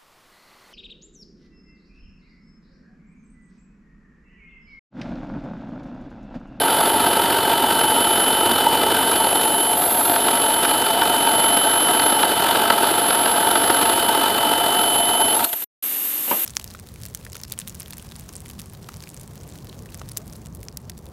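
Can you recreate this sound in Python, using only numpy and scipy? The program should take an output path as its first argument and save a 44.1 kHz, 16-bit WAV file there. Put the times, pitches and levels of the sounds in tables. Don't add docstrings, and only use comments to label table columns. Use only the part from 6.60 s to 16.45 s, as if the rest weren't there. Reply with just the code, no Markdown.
import sys
import numpy as np
from scipy import signal
from scipy.fft import rfft, irfft, next_fast_len
from scipy.io import wavfile
from scipy.ndimage import map_coordinates

SR = 44100
rng = np.random.default_rng(int(sys.argv[2]) if len(sys.argv) > 2 else 0)


def wrap_up_sound(samples):
    columns = np.atleast_2d(samples).T
    tamed = np.clip(columns, -1, 1)
    steps = np.round(tamed * 32767).astype(np.int16)
    wavfile.write(sys.argv[1], SR, steps)


N = 434385
TIME_S = np.arange(N) / SR
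FFT_SIZE = next_fast_len(N + 16384)
FREQ_HZ = np.maximum(np.arange(FFT_SIZE // 2 + 1) * SR / FFT_SIZE, 1)
SPINDLE_HZ, CUT_END_S = 46.865, 8.83

# f/Hz, relative level/dB
BODY_SPECTRUM = [(22, -30), (50, -22.5), (95, -12), (150, -14), (280, -0.9), (600, -2), (1020, -8.5),
                 (1500, -10), (2200, -17), (2900, -9), (3800, -9.5), (4700, -18.5), (5900, -20)]
# start/s, end/s
CUT_PASSES = [(-.1, 3.155), (3.59, 8.745)]


def undb(db):
    return 10 ** (np.asarray(db) / 20)


def unit_rms(x):
    return x / np.sqrt(np.mean(x ** 2))


def gate(start_s, end_s, fade_s):
    return np.clip(np.minimum(TIME_S - start_s, end_s - TIME_S) / fade_s + .5, 0, 1)


def wander(rate_hz):
    return map_coordinates(rng.standard_normal(16384), [TIME_S * rate_hz], order=3, mode="wrap")


def pulses(times_s, peaks, sigma_s):
    force = np.zeros(N)
    for at_s, peak in zip(times_s, peaks):
        near = slice(*np.searchsorted(TIME_S, [at_s - 4 * sigma_s, at_s + 4 * sigma_s]))
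        force[near] += peak * np.exp(-.5 * ((TIME_S[near] - at_s) / sigma_s) ** 2)
    return force


def response(spectrum, modes=()):
    hz, db = np.transpose(spectrum)
    slope_db = np.interp(np.log(FREQ_HZ), np.log(hz), db)
    peaks_db = sum(lift_db / (1 + (2 * (FREQ_HZ - mode_hz) / width_hz) ** 2)
                   for mode_hz, width_hz, lift_db in modes)
    return undb(slope_db + peaks_db)


def band(low_hz, high_hz):
    return ((1 + (low_hz / FREQ_HZ) ** 16) * (1 + (FREQ_HZ / high_hz) ** 16)) ** -.5


def resonance(hz, width_hz):
    return (1 + ((FREQ_HZ / hz - hz / FREQ_HZ) * hz / width_hz) ** 2) ** -.5


def excite(force, gain):
    cepstrum = irfft(np.log(unit_rms(gain) + 1e-5), FFT_SIZE)
    cepstrum[1:FFT_SIZE // 2] *= 2
    cepstrum[FFT_SIZE // 2 + 1:] = 0
    drive = rfft(force * rng.standard_normal(N), FFT_SIZE)
    return irfft(drive * np.exp(rfft(cepstrum)), FFT_SIZE)[:N]


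def cut_gain(out_db, back_db, load_slope, decay_s=.022):
    # t/s, level/dB
    load = [(0, 0.35), (2.5, -.3), (2.9, -3), (3.4, -3.5), (3.65, -0.5), (6.15, 1), (7.9, 0), (8.35, -3),
            (8.8, -3)]
    load_db = np.interp(TIME_S, *np.transpose(load))
    feed_reversed = gate(3.1, np.inf, fade_s=.8)
    engaged = np.exp(-np.maximum(TIME_S - CUT_END_S, 0) / decay_s)
    return engaged * undb(out_db + (back_db - out_db) * feed_reversed + load_slope * load_db)


def tone(hz, level_db, drift_hz, jitter_hz, flutter_db):
    pitch_hz = hz + drift_hz * wander(14) + jitter_hz * wander(350)
    amplitude = np.sqrt(2) * undb(level_db + flutter_db * wander(70))
    return amplitude * np.sin(2 * np.pi * np.cumsum(pitch_hz) / SR)


def free_spindle():
    # start/s, end/s, hiss level/dB, whistle level/dB
    spells = [(3.165, 3.563, -34, -25), (8.762, 9.06, -28.5, -29), (9.197, 9.703, -24.5, -26.5),
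              (9.698, 9.9, -22.5, -24.5)]
    # f/Hz, relative level/dB
    hiss_spectrum = [(40, -46.5), (100, -51.5), (170, -13), (280, -5.5), (450, -10.5), (1500, -10),
                     (2900, -9.5), (5200, -15), (6500, -11), (9000, -6), (11800, 0.5), (14400, -1.5)]
    # f/Hz, width/Hz, lift/dB
    spindle_modes = [(318, 110, 3), (2860, 200, 6.5), (3650, 280, 5.5), (8600, 350, 3.9), (10900, 166, 2)]
    # f/Hz, relative level/dB
    whistle_spectrum = [(11500, -30), (12100, -14), (12400, -2), (12580, 1), (12750, -2.5), (13000, -3),
                        (13300, -14), (14000, -30)]
    hiss_force, whistle_force = sum(np.outer(undb(levels_db), gate(start_s, end_s, .012))
                                    for start_s, end_s, *levels_db in spells)
    throb = 1 + .14 * np.cos(2 * np.pi * SPINDLE_HZ * TIME_S)
    hiss = excite(hiss_force * undb(.33 * wander(30)), response(hiss_spectrum, spindle_modes))
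    whistle = excite(whistle_force * throb, response(whistle_spectrum) * band(11000, 15000))
    return hiss + whistle


def knock():
    # t/s, level/dB, decay/s
    blows = [(9.678, -32.5, 0.034), (9.71, -15.5, 0.0091), (9.724, -25, 0.023)]
    # f/Hz, relative level/dB
    spectrum = [(30, -39), (90, -26), (220, -10.5), (600, -9), (720, -10), (900, -4), (1050, -9),
                (1200, -11.5), (1900, -22), (2900, -18.5), (4000, -28), (6500, -37), (14000, -44)]
    force = sum(undb(db) * (TIME_S > at_s) * np.exp(-np.abs(TIME_S - at_s) / decay_s)
                for at_s, db, decay_s in blows)
    return excite(force, response(spectrum) * band(70, 16000))


def high_chatter():
    # start/s, end/s, level/dB
    spells = [(-.3, .7, -26.5), (1.123, 1.96, -23.5), (2.4, 4.3, -23), (4.56, 5.7, -21.1),
              (6.196, 7.56, -24), (8.147, 9.1, -21.5)]
    swells = sum(undb(db) * gate(start_s, end_s, fade_s=.45) for start_s, end_s, db in spells)
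    envelope = np.maximum(swells, undb(-33.5)) * gate(-1, 8.783, .015)
    return envelope * tone(11176, .6 * wander(8), drift_hz=1.6, jitter_hz=11, flutter_db=1.4)


def low_chatter():
    peak_s, period_s = 1.77, 3.22
    swell_db = 3 * np.cos(2 * np.pi * (TIME_S - peak_s) / period_s)
    in_metal = sum(gate(start_s, end_s, .015) for start_s, end_s in CUT_PASSES)
    chatter = tone(3025, swell_db, drift_hz=2.2, jitter_hz=13 / undb(swell_db), flutter_db=1.1)
    return chatter * cut_gain(out_db=-28.4, back_db=-28.5, load_slope=-.5) * in_metal


def clamp_hum():
    hum = tone(699, 0, drift_hz=7, jitter_hz=34.04, flutter_db=3.5)
    return hum * cut_gain(out_db=-33, back_db=-29.5, load_slope=0, decay_s=.056)


def flute_bites():
    jitter_s, scatter_db, sigma_s = .0021, 2.5, .0041
    turns_s = np.arange(int(N / SR * SPINDLE_HZ)) / SPINDLE_HZ
    spread = np.clip(rng.standard_normal((len(turns_s), 4)), -2, 2).T
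    proud_s = turns_s - .001 + jitter_s * spread[0]
    opposite_s = turns_s + .5 / SPINDLE_HZ + jitter_s * spread[2]
    proud = pulses(proud_s, undb(scatter_db * spread[1]), sigma_s)
    opposite = pulses(opposite_s, undb(scatter_db * spread[3]), sigma_s)
    return unit_rms(proud + .25 * opposite)


def cutting():
    # t/s, relative thump level/dB, relative crack level/dB
    heavy_bites = [(0.083, -16, -18.5), (0.66, -16.5, -18.5), (1.043, -12.5, -24), (1.213, -14, -16.5),
                   (2.067, -11, -22), (3.498, -12, -19.5), (3.562, -17.5, -16.5), (3.686, -14.5, -16),
                   (4.052, -17, -14.5), (4.42, -16, -15.5), (4.673, -15, -16.5), (5.288, -18, -18.5),
                   (5.398, -20.5, -15.5), (5.525, -10, -17.5), (5.633, -13.5, -14.5), (5.958, -15.5, -15.5),
                   (6.104, -11, -11.5), (6.243, -16, -17.5), (6.507, -15, -15), (6.66, -12.5, -17.5),
                   (6.958, -13.5, -15.5), (7.101, -10, -14.5)]
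    # t/s, relative level/dB
    exit_grazes = [(8.767, -21), (8.846, -14), (8.894, -30.5), (8.933, -20), (9.024, -31)]
    # f/Hz, width/Hz, lift/dB
    body_modes = [(873.5, 99, 13.5), (933, 46, 10), (1116, 57, 4), (1299, 94, 9.5), (1377, 77, 4.5),
                  (1557, 146, 9), (1748, 52, 5), (2021, 140, 7), (2400, 120, 3), (3447, 72, 4),
                  (4050, 53, 0), (4255, 27, 9), (4640, 240, 7), (5365, 85, 8)]
    # f/Hz, relative level/dB
    edge_spectrum = [(4500, -45), (5900, -17), (6700, -17), (8000, -3.5), (9000, -0.5), (10400, 1),
                     (11500, 3.5), (12600, 3.5), (14400, 0.5)]
    # f/Hz, width/Hz, lift/dB
    edge_modes = [(6330, 114, 16.7), (7010, 180, 12.4), (7740, 50, 5.7), (9400, 70, 4.4), (9700, 220, 4.4),
                  (10860, 200, 9.4)]
    body, edge = response(BODY_SPECTRUM, body_modes), response(edge_spectrum, edge_modes)
    bites = flute_bites()
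    fractures = unit_rms(undb(.71 * wander(700)))
    heavy_s, thump_db, crack_db = np.transpose(heavy_bites)
    thump = pulses(heavy_s, undb(thump_db), sigma_s=.003)
    crack = pulses(heavy_s, undb(crack_db), sigma_s=.003)
    graze_s, graze_db = np.transpose(exit_grazes)
    graze = pulses(graze_s, undb(graze_db), sigma_s=.0045)

    def part(gain, rub, heavy, **levels):
        ordinary = cut_gain(**levels) * unit_rms(bites + rub)
        return excite(np.maximum(ordinary, heavy) * fractures, gain)

    thud = part(body * band(18, 508), rub=1.4, heavy=.38 * thump + .12 * graze,
                out_db=-26, back_db=-28, load_slope=.49)
    plate = part(body * band(553, 1032), rub=.99, heavy=thump + .22 * graze,
                 out_db=-21.5, back_db=-22.7, load_slope=.56)
    clack = part(body * band(1082, 1864), rub=.5, heavy=crack + .28 * graze,
                 out_db=-26.5, back_db=-26.5, load_slope=1.2)
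    crunch = part(body * band(1936, 5220), rub=.7, heavy=.67 * crack + .4 * graze,
                  out_db=-28, back_db=-28.5, load_slope=.77)
    hiss = part(edge * band(5700, 17100), rub=.89, heavy=.33 * crack + graze,
                out_db=-26.5, back_db=-26.2, load_slope=0)
    bending_modes = (resonance(9360, 45) + resonance(9545, 45)) * band(8500, 10400)
    first_pass = gate(*CUT_PASSES[0], .03)
    cutter_ring = excite(undb(-38.5) * unit_rms(bites + 1.4) * fractures * first_pass, bending_modes)
    return thud + plate + clack + crunch + hiss + cutter_ring


def scene():
    mid = cutting() + clamp_hum() + low_chatter() + high_chatter() + free_spindle() + knock()
    side = excite(undb(-62) * gate(-1, CUT_END_S, .05), response(BODY_SPECTRUM) ** .1 * band(20, 14000))
    return np.array([mid + side, mid - side])


def record(dry):
    ceiling, cutoff_hz = .85, 14560
    clipped = dry / (1 + (dry / ceiling) ** 6) ** (1 / 6)
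    dropout = gate(9.043, 9.226, .0055)
    lowpass = signal.ellip(14, .1, 80, cutoff_hz, fs=SR, output="sos")
    return signal.sosfilt(lowpass, clipped * (1 - dropout))


dry = scene()
out = record(dry)
wrap_up_sound(out)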